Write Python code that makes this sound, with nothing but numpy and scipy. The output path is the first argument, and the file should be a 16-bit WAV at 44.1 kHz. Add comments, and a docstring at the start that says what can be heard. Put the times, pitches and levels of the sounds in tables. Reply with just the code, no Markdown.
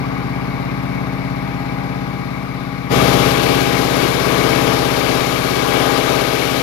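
"""A single-cylinder diesel drives an idling wood chipper in a block-walled shed, heard by a hand-held phone.
Every firing repeats the same thud, a sum of multiples of the firing rate, with ringing metal knocks on top.
Behind it is a roar of filtered noise for air and steel, swelling with the crank, and a low gusty noise.
The hand muffles both microphone ports until the grip shifts: the left port opens wide, the right keeps only
the bass. From then on the left port also surges: its sound swells and is cut short again and again."""
import sys
import numpy as np
from scipy import signal
from scipy.fft import rfft, irfft
from scipy.io import wavfile
from scipy.ndimage import uniform_filter1d

SR = 44100
rng = np.random.default_rng(int(sys.argv[2]) if len(sys.argv) > 2 else 0)


def master(y):
    """Save y as 16-bit WAV."""
    cut = np.clip(np.atleast_2d(y).T, -1, 1)
    pcm = np.round(cut * 32767)  # scale
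    wavfile.write(sys.argv[1], SR, pcm.astype(np.int16))


N = 291942  # length in samples

FIRING_HZ = 16.912  # firings per second, before the drift of the crank
LEFT_OPENS_S, LEFT_OPEN_S = 2.897, 2.92  # the left port starts to open, is fully open


def amp(db):
    """Turn decibels into a plain factor."""
    return 10 ** (np.asarray(db) / 20)


def read(points, hz, column=1):
    """Read a column of a spectrum table, in straight lines on log frequency."""
    points = np.array(points)
    return np.interp(np.log(hz + 1), np.log(points[:, 0] + 1), points[:, column])


def noise(points):
    """Shape white noise to a steady spectrum, given in dB per Hz."""
    hz = np.fft.rfftfreq(N, 1 / SR)
    white = rng.standard_normal(N)
    # white noise of rms 1 spreads its power over SR / 2
    return irfft(rfft(white) * amp(read(points, hz)) * np.sqrt(SR / 2), N)


def patches(shape, bins, frames):
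    """Smooth random field over frequency and time, rms 1."""
    field = uniform_filter1d(rng.standard_normal(shape), bins, 0)
    field = uniform_filter1d(field, frames, 1)
    return field / field.std()


def crank():
    """Count the firing cycles done so far; the crank drifts around an even beat."""
    # how far the crank runs ahead (+) or behind (-): t/s, lead/firing cycles
    drift = [(0.0, 0.0), (0.5, -0.0012), (1.6, -0.0093), (2.55, -0.0016), (3.4, 0.0005), (4.4, 0.0115),
             (6.0, -0.017), (6.62, -0.0212)]
    t = np.arange(N) / SR
    return FIRING_HZ * t + np.interp(t, *np.transpose(drift))


def firings(cycles):
    """Build one cycle of the engine from multiples of the firing rate; the crank plays it round and round."""
    # rms of multiples 1, 2, 3 .. before the port's colour and level: level/dB
    order_db = [-67, -45.5, -47.5, -41, -41, -52.5, -32, -28, -40.5, -33.0, -31, -40, -45.5, -32.5, -33.5,
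                -22.5, -57, -33.5, -31, -32, -32, -28, -34.5, -26.5, -31, -29, -25.5, -32, -29.5, -37.5,
                -32, -42.5, -32.5, -32.0, -31, -57, -35.5, -29.0, -50, -31.5, -60, -34, -53, -40, -33, -52,
                -40, -25.5]
    # higher multiples that stand out: multiple -> level/dB
    strong = {61: -34, 67: -31, 74: -31, 92: -37.5, 97: -36}
    # when in the cycle each band of the thud arrives: f/Hz, arrival/firing cycles
    arrival = [(40, 0.4144), (80, 0.31), (135, 0.39), (200, 0.2907), (260, 0.2297), (400, .24)]
    # standing waves of the shed turn the sign over between these multiples and the next: multiple
    sign_turns = [2, 3, 9, 11, 18, 19, 20]
    scatter_hz = 420

    multiple = np.arange(1, 131)
    # past the listed levels the multiples scatter about a falling line
    extra = multiple[len(order_db):]
    extra_db = -42 + 4 * rng.standard_normal(len(extra)) - 0.12 * (extra - extra[0])
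    level_db = np.r_[order_db, extra_db]
    level_db[np.array(list(strong)) - 1] = list(strong.values())

    # a later arrival makes the phase fall faster from one multiple to the next
    phase = -2 * np.pi * np.cumsum(read(arrival, (multiple - 0.5) * FIRING_HZ))
    phase += np.pi * np.searchsorted(sign_turns, multiple)
    # higher up the echoes of the walls scramble the arrival
    scrambled = 2 * np.pi * rng.random(len(multiple))
    phase += np.where(multiple * FIRING_HZ > scatter_hz, scrambled, 0)

    size = 2 ** 14  # samples in the stored cycle
    spectrum = np.r_[0, amp(level_db) * np.exp(1j * phase)]
    cycle = irfft(spectrum * size / np.sqrt(2), size)
    return np.interp(cycles % 1 * size, np.arange(size + 1), np.r_[cycle, cycle[0]])


def knocks(cycles):
    """Metal knocks: each rings a short fading tone once a cycle, a little early or late, soft or hard."""
    # place in the cycle, pitch, time to fade by 60 dB, level before the soft start and the spread:
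    # place/firing cycles, f/Hz, t60/s, level/dB
    knock_table = [(0.199, 1504, 0.021, -17), (.5, 1031, .04, -15), (.58, 1688, 0.033, -22),
                   (.56, 2244, 0.044, -21), (.8, 1180, 0.03, -11), (.95, 724, 0.049, -22)]
    spread_db, jitter_s = 2.5, 0.00015  # typical spread in strength and timing

    t = np.arange(3000) / SR
    strokes = np.arange(int(cycles[-1]) - 1)
    out = np.zeros(N)
    for place, hz, t60, db in knock_table:
        late, hard = rng.standard_normal((len(strokes), 2)).T
        hits = np.searchsorted(cycles, strokes + place + late * jitter_s * FIRING_HZ)
        blows = np.zeros(N)
        blows[hits] = amp(spread_db * hard)
        soft_start = np.minimum(t / 0.0022, 1)
        tone = soft_start * amp(db - 60 * t / t60) * np.sin(2 * np.pi * hz * t)
        out += signal.oaconvolve(blows, tone)[:N]
    return out


def swell(cycles, place, sharp):
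    """Smooth bump once a cycle that peaks at 1; a larger sharp makes it narrower."""
    return np.exp(sharp * (np.cos(2 * np.pi * (cycles - place)) - 1))


def air_roar(cycles):
    """Roar of fan, belts and casing: wide noise that swells twice a cycle."""
    # steady spectrum before the swells and the port's colour: f/Hz, level/dB per Hz
    roar_spectrum = [(30, -75), (100, -63.5), (200, -56.5), (400, -50), (800, -52), (1150, -50.5),
                     (1700, -55.5), (2800, -54.5), (3800, -55.5), (5500, -61), (7000, -66), (8300, -73),
                     (11500, -64), (14000, -73.5), (15500, -82)]
    swell_db = 2.2 * swell(cycles, 0.11, 2.7) + 1.16 * swell(cycles, 0.5, 3.7) - 1.59
    return noise(roar_spectrum) * amp(swell_db)


def casing_ring(cycles):
    """Ringing sheet steel: noise through one resonance, swelling twice a cycle, each cycle stronger or weaker."""
    # the resonance and its rms before the swells: f/Hz, width/Hz, level/dB
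    hz, width, db = (2257, 144, -26)
    rung = signal.lfilter(*signal.iirpeak(hz, hz / width, SR), rng.standard_normal(N))
    rung *= amp(db) / rung.std()
    # one random strength for each cycle
    strength = rng.standard_normal(int(cycles[-1]) + 3)[(cycles + 0.65).astype(int)]
    swell_db = 5.6 * swell(cycles, 0.66, 3.5) + 4.3 * swell(cycles, 0.0, 1.7) - 3.0
    return rung * amp(swell_db + 0.83 * strength)


def roar(cycles):
    """Add the roar of air and the ringing steel; each call draws fresh noise."""
    return air_roar(cycles) + casing_ring(cycles)


def gust_noise():
    """Low noise, steady here; scene() makes it gusty and lets it into the open left port."""
    # spectrum before gusts and port level: f/Hz, level/dB per Hz
    gust_spectrum = [(20, -70), (100, -70), (270, -56.5), (450, -48.5), (800, -79), (1500, -89)]
    return noise(gust_spectrum)


def surges(t):
    """Bass, middle and treble lift in dB: each surge swells, holds, then is cut short."""
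    # full lift of each surge; the cut begins at its end: start/s, end/s, bass/dB, middle/dB, treble/dB
    surge_table = [(2.94, 3.313, 7, 1.5, 2.5), (3.344, 3.61, 4, 1, 1.5), (3.704, 3.836, 4, 1, 0.5),
                   (3.918, 4.093, 3.5, 1, 1.1), (4.168, 4.744, 6.5, 2, 0.9), (4.78, 4.897, 3, 0.5, 0),
                   (5.037, 5.183, 3.5, 1.5, 0.5), (5.27, 5.507, 3, -1.1, -0.5), (5.614, 5.984, 2.5, 3, 1),
                   (6.03, 6.206, 3, 2, 1)]
    swell_share, cut_s = 0.34, 0.027  # share of a surge spent swelling; time it takes to drop
    start, end, *lifts = np.transpose(surge_table)[:, :, None]
    rise = (t - start) / (swell_share * (end - start))
    fall = 1 + (end - t) / cut_s
    shape = np.clip(np.minimum(rise, fall), 0, 1)
    return [(lift * shape).sum(0) for lift in lifts]


def slow_level(t, left_open):
    """Level at both ports in dB: slow changes, and a jump past the new rest that sinks back."""
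    # slow level either side of the shift of the hand: t/s, level/dB
    level_table = [(0.0, 1), (1.8, -0.5), (2.84, -4.5), (2.97, 1), (4.8, 0.3), (5.8, -1), (6.15, -1.5),
                   (6.62, -2)]
    overshoot_db, settle_s = 6, 0.22
    slow = np.interp(t, *np.transpose(level_table))
    since = np.maximum(t - LEFT_OPEN_S, 0)
    overshoot = left_open * overshoot_db * np.exp(-since / settle_s)
    return slow, overshoot


def port_colours(hz, t, left_open, low, slow, overshoot):
    """Tone colour of the left and right ports in dB as the grip changes."""
    # colour compared with the open left port, before and after the shift of the hand:
    # f/Hz, left covered/dB, right before/dB, right after/dB
    port_table = [(30, 2, 5, 8.5), (70, 1.5, -3.5, 4.5), (130, 1.5, -2, 2), (210, 2.5, -6.5, -4),
                  (266, -4.5, -11, -10.5), (416, -14, -20, -19.5), (550, -13, -23, -21.5),
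                  (800, -7.5, -15, -26.5), (1130, -7.5, -18, -29.5), (1740, -10.5, -18.5, -27.5),
                  (2160, -7, -14, -23), (3120, -19, -34.5, -42.5), (3960, -15, -29, -33.5),
                  (5460, -17, -32, -38.5), (6700, -20.5, -47, -54), (11500, -19, -41, -47),
                  (15500, -15, -36, -43)]
    rest_db, sag_db_per_s = -2, -0.94  # left bass between surges, once the port is open
    treble_hold, middle_hold = 0.93, 0.47  # share of the slow level change that left treble and middle resist

    since = np.maximum(t - LEFT_OPEN_S, 0)
    bass, middle, treble = surges(t)
    bass = bass + left_open * (rest_db + sag_db_per_s * since) - 0.54 * slow
    # treble and middle resist less of the overshoot
    middle = middle - middle_hold * (slow + 0.9 * overshoot) - 1.5
    treble = treble - treble_hold * (slow + 0.76 * overshoot) - 0.3

    high = 1 / (1 + (1800 / (hz[:, None] + 1)) ** 4)
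    covered, before, after = (read(port_table, hz, column=c)[:, None] for c in (1, 2, 3))
    left_db = (1 - left_open) * covered + low * bass + high * treble + (1 - low - high) * middle
    right_moved = np.where(t > 2.91, 1.0, 0.0)  # the right port changes at once
    right_db = before + right_moved * (after - before)
    return left_db, right_db


def scene():
    """The machine reaches each port through its colour, which changes with the grip."""
    # how the ports compare: likeness of the roar left and right (held to 0-1), phase lead of everything
    # at the left port: f/Hz, likeness/0-1, lead/radians
    pair = [(30, .7, .4), (100, 0.75, 1.05), (256, 0.7, 0.97), (320, 0, 1.65), (590, 0.9, 1.6),
            (1300, 0.2, 1.1), (3000, 0, 2.46)]
    cycles = crank()
    parts = [firings(cycles) + knocks(cycles), roar(cycles), roar(cycles), gust_noise()]
    hz, t, (thud, roar_a, roar_b, gusts) = signal.stft(parts, SR, nperseg=2048, noverlap=1792)

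    left_open = np.interp(t, [LEFT_OPENS_S, LEFT_OPEN_S], [0, 1])
    low = 1 / (1 + (hz[:, None] / 210) ** 4)  # 1 in the bass, 0 far above
    slow, overshoot = slow_level(t, left_open)
    level = slow + overshoot
    left_db, right_db = port_colours(hz, t, left_open, low, slow, overshoot)

    # thud and knocks waver slowly as the phone moves through the standing waves
    waver_db = 0.72 + 1.2 * (1 - low)
    left_thud = thud * amp(waver_db * patches(thud.shape, 1, 70))
    right_thud = thud * amp(waver_db * patches(thud.shape, 1, 70))
    # the phase of thud and knocks wanders at the right port, least in the bass
    right_thud = right_thud * np.exp(1j * 0.71 * (1 - low) ** 2 * patches(thud.shape, 3, 14))

    # under the hand the middle of the roar, around 1150 Hz, sinks further than the knocks
    around_middle = np.exp(-np.log((hz[:, None] + 1) / 1150) ** 2 / 0.25)
    damped = amp(-1.5 * (1 - left_open) * around_middle)
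    roar_a, roar_b = roar_a * damped, roar_b * damped
    same = np.clip(read(pair, hz), 0, 1)[:, None]
    left_roar = roar_a * amp(0.78 * patches(thud.shape, 30, 10))  # flickers
    right_roar = same * roar_a + np.sqrt(1 - same ** 2) * roar_b

    gusts = gusts * left_open * amp(3.1 * patches(thud.shape, 40, 40))
    lead = read(pair, hz, column=2)[:, None]
    left = (left_thud + left_roar + gusts) * np.exp(1j * lead) * amp(left_db + level)
    right = (right_thud + right_roar) * amp(right_db + level)
    return signal.istft([left, right], SR, nperseg=2048, noverlap=1792)[1][:, :N]


def record(dry):
    """Round off peaks towards full scale, then cut everything above the band limit."""
    edge_hz = 15750
    soft = dry / (1 + abs(dry / 1.05) ** 5) ** (1 / 5)
    lowpass = signal.firwin(1023, edge_hz, window=("kaiser", 9), fs=SR)
    return signal.oaconvolve(soft, lowpass[None], "same")


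dry = scene()
out = record(dry)
master(out)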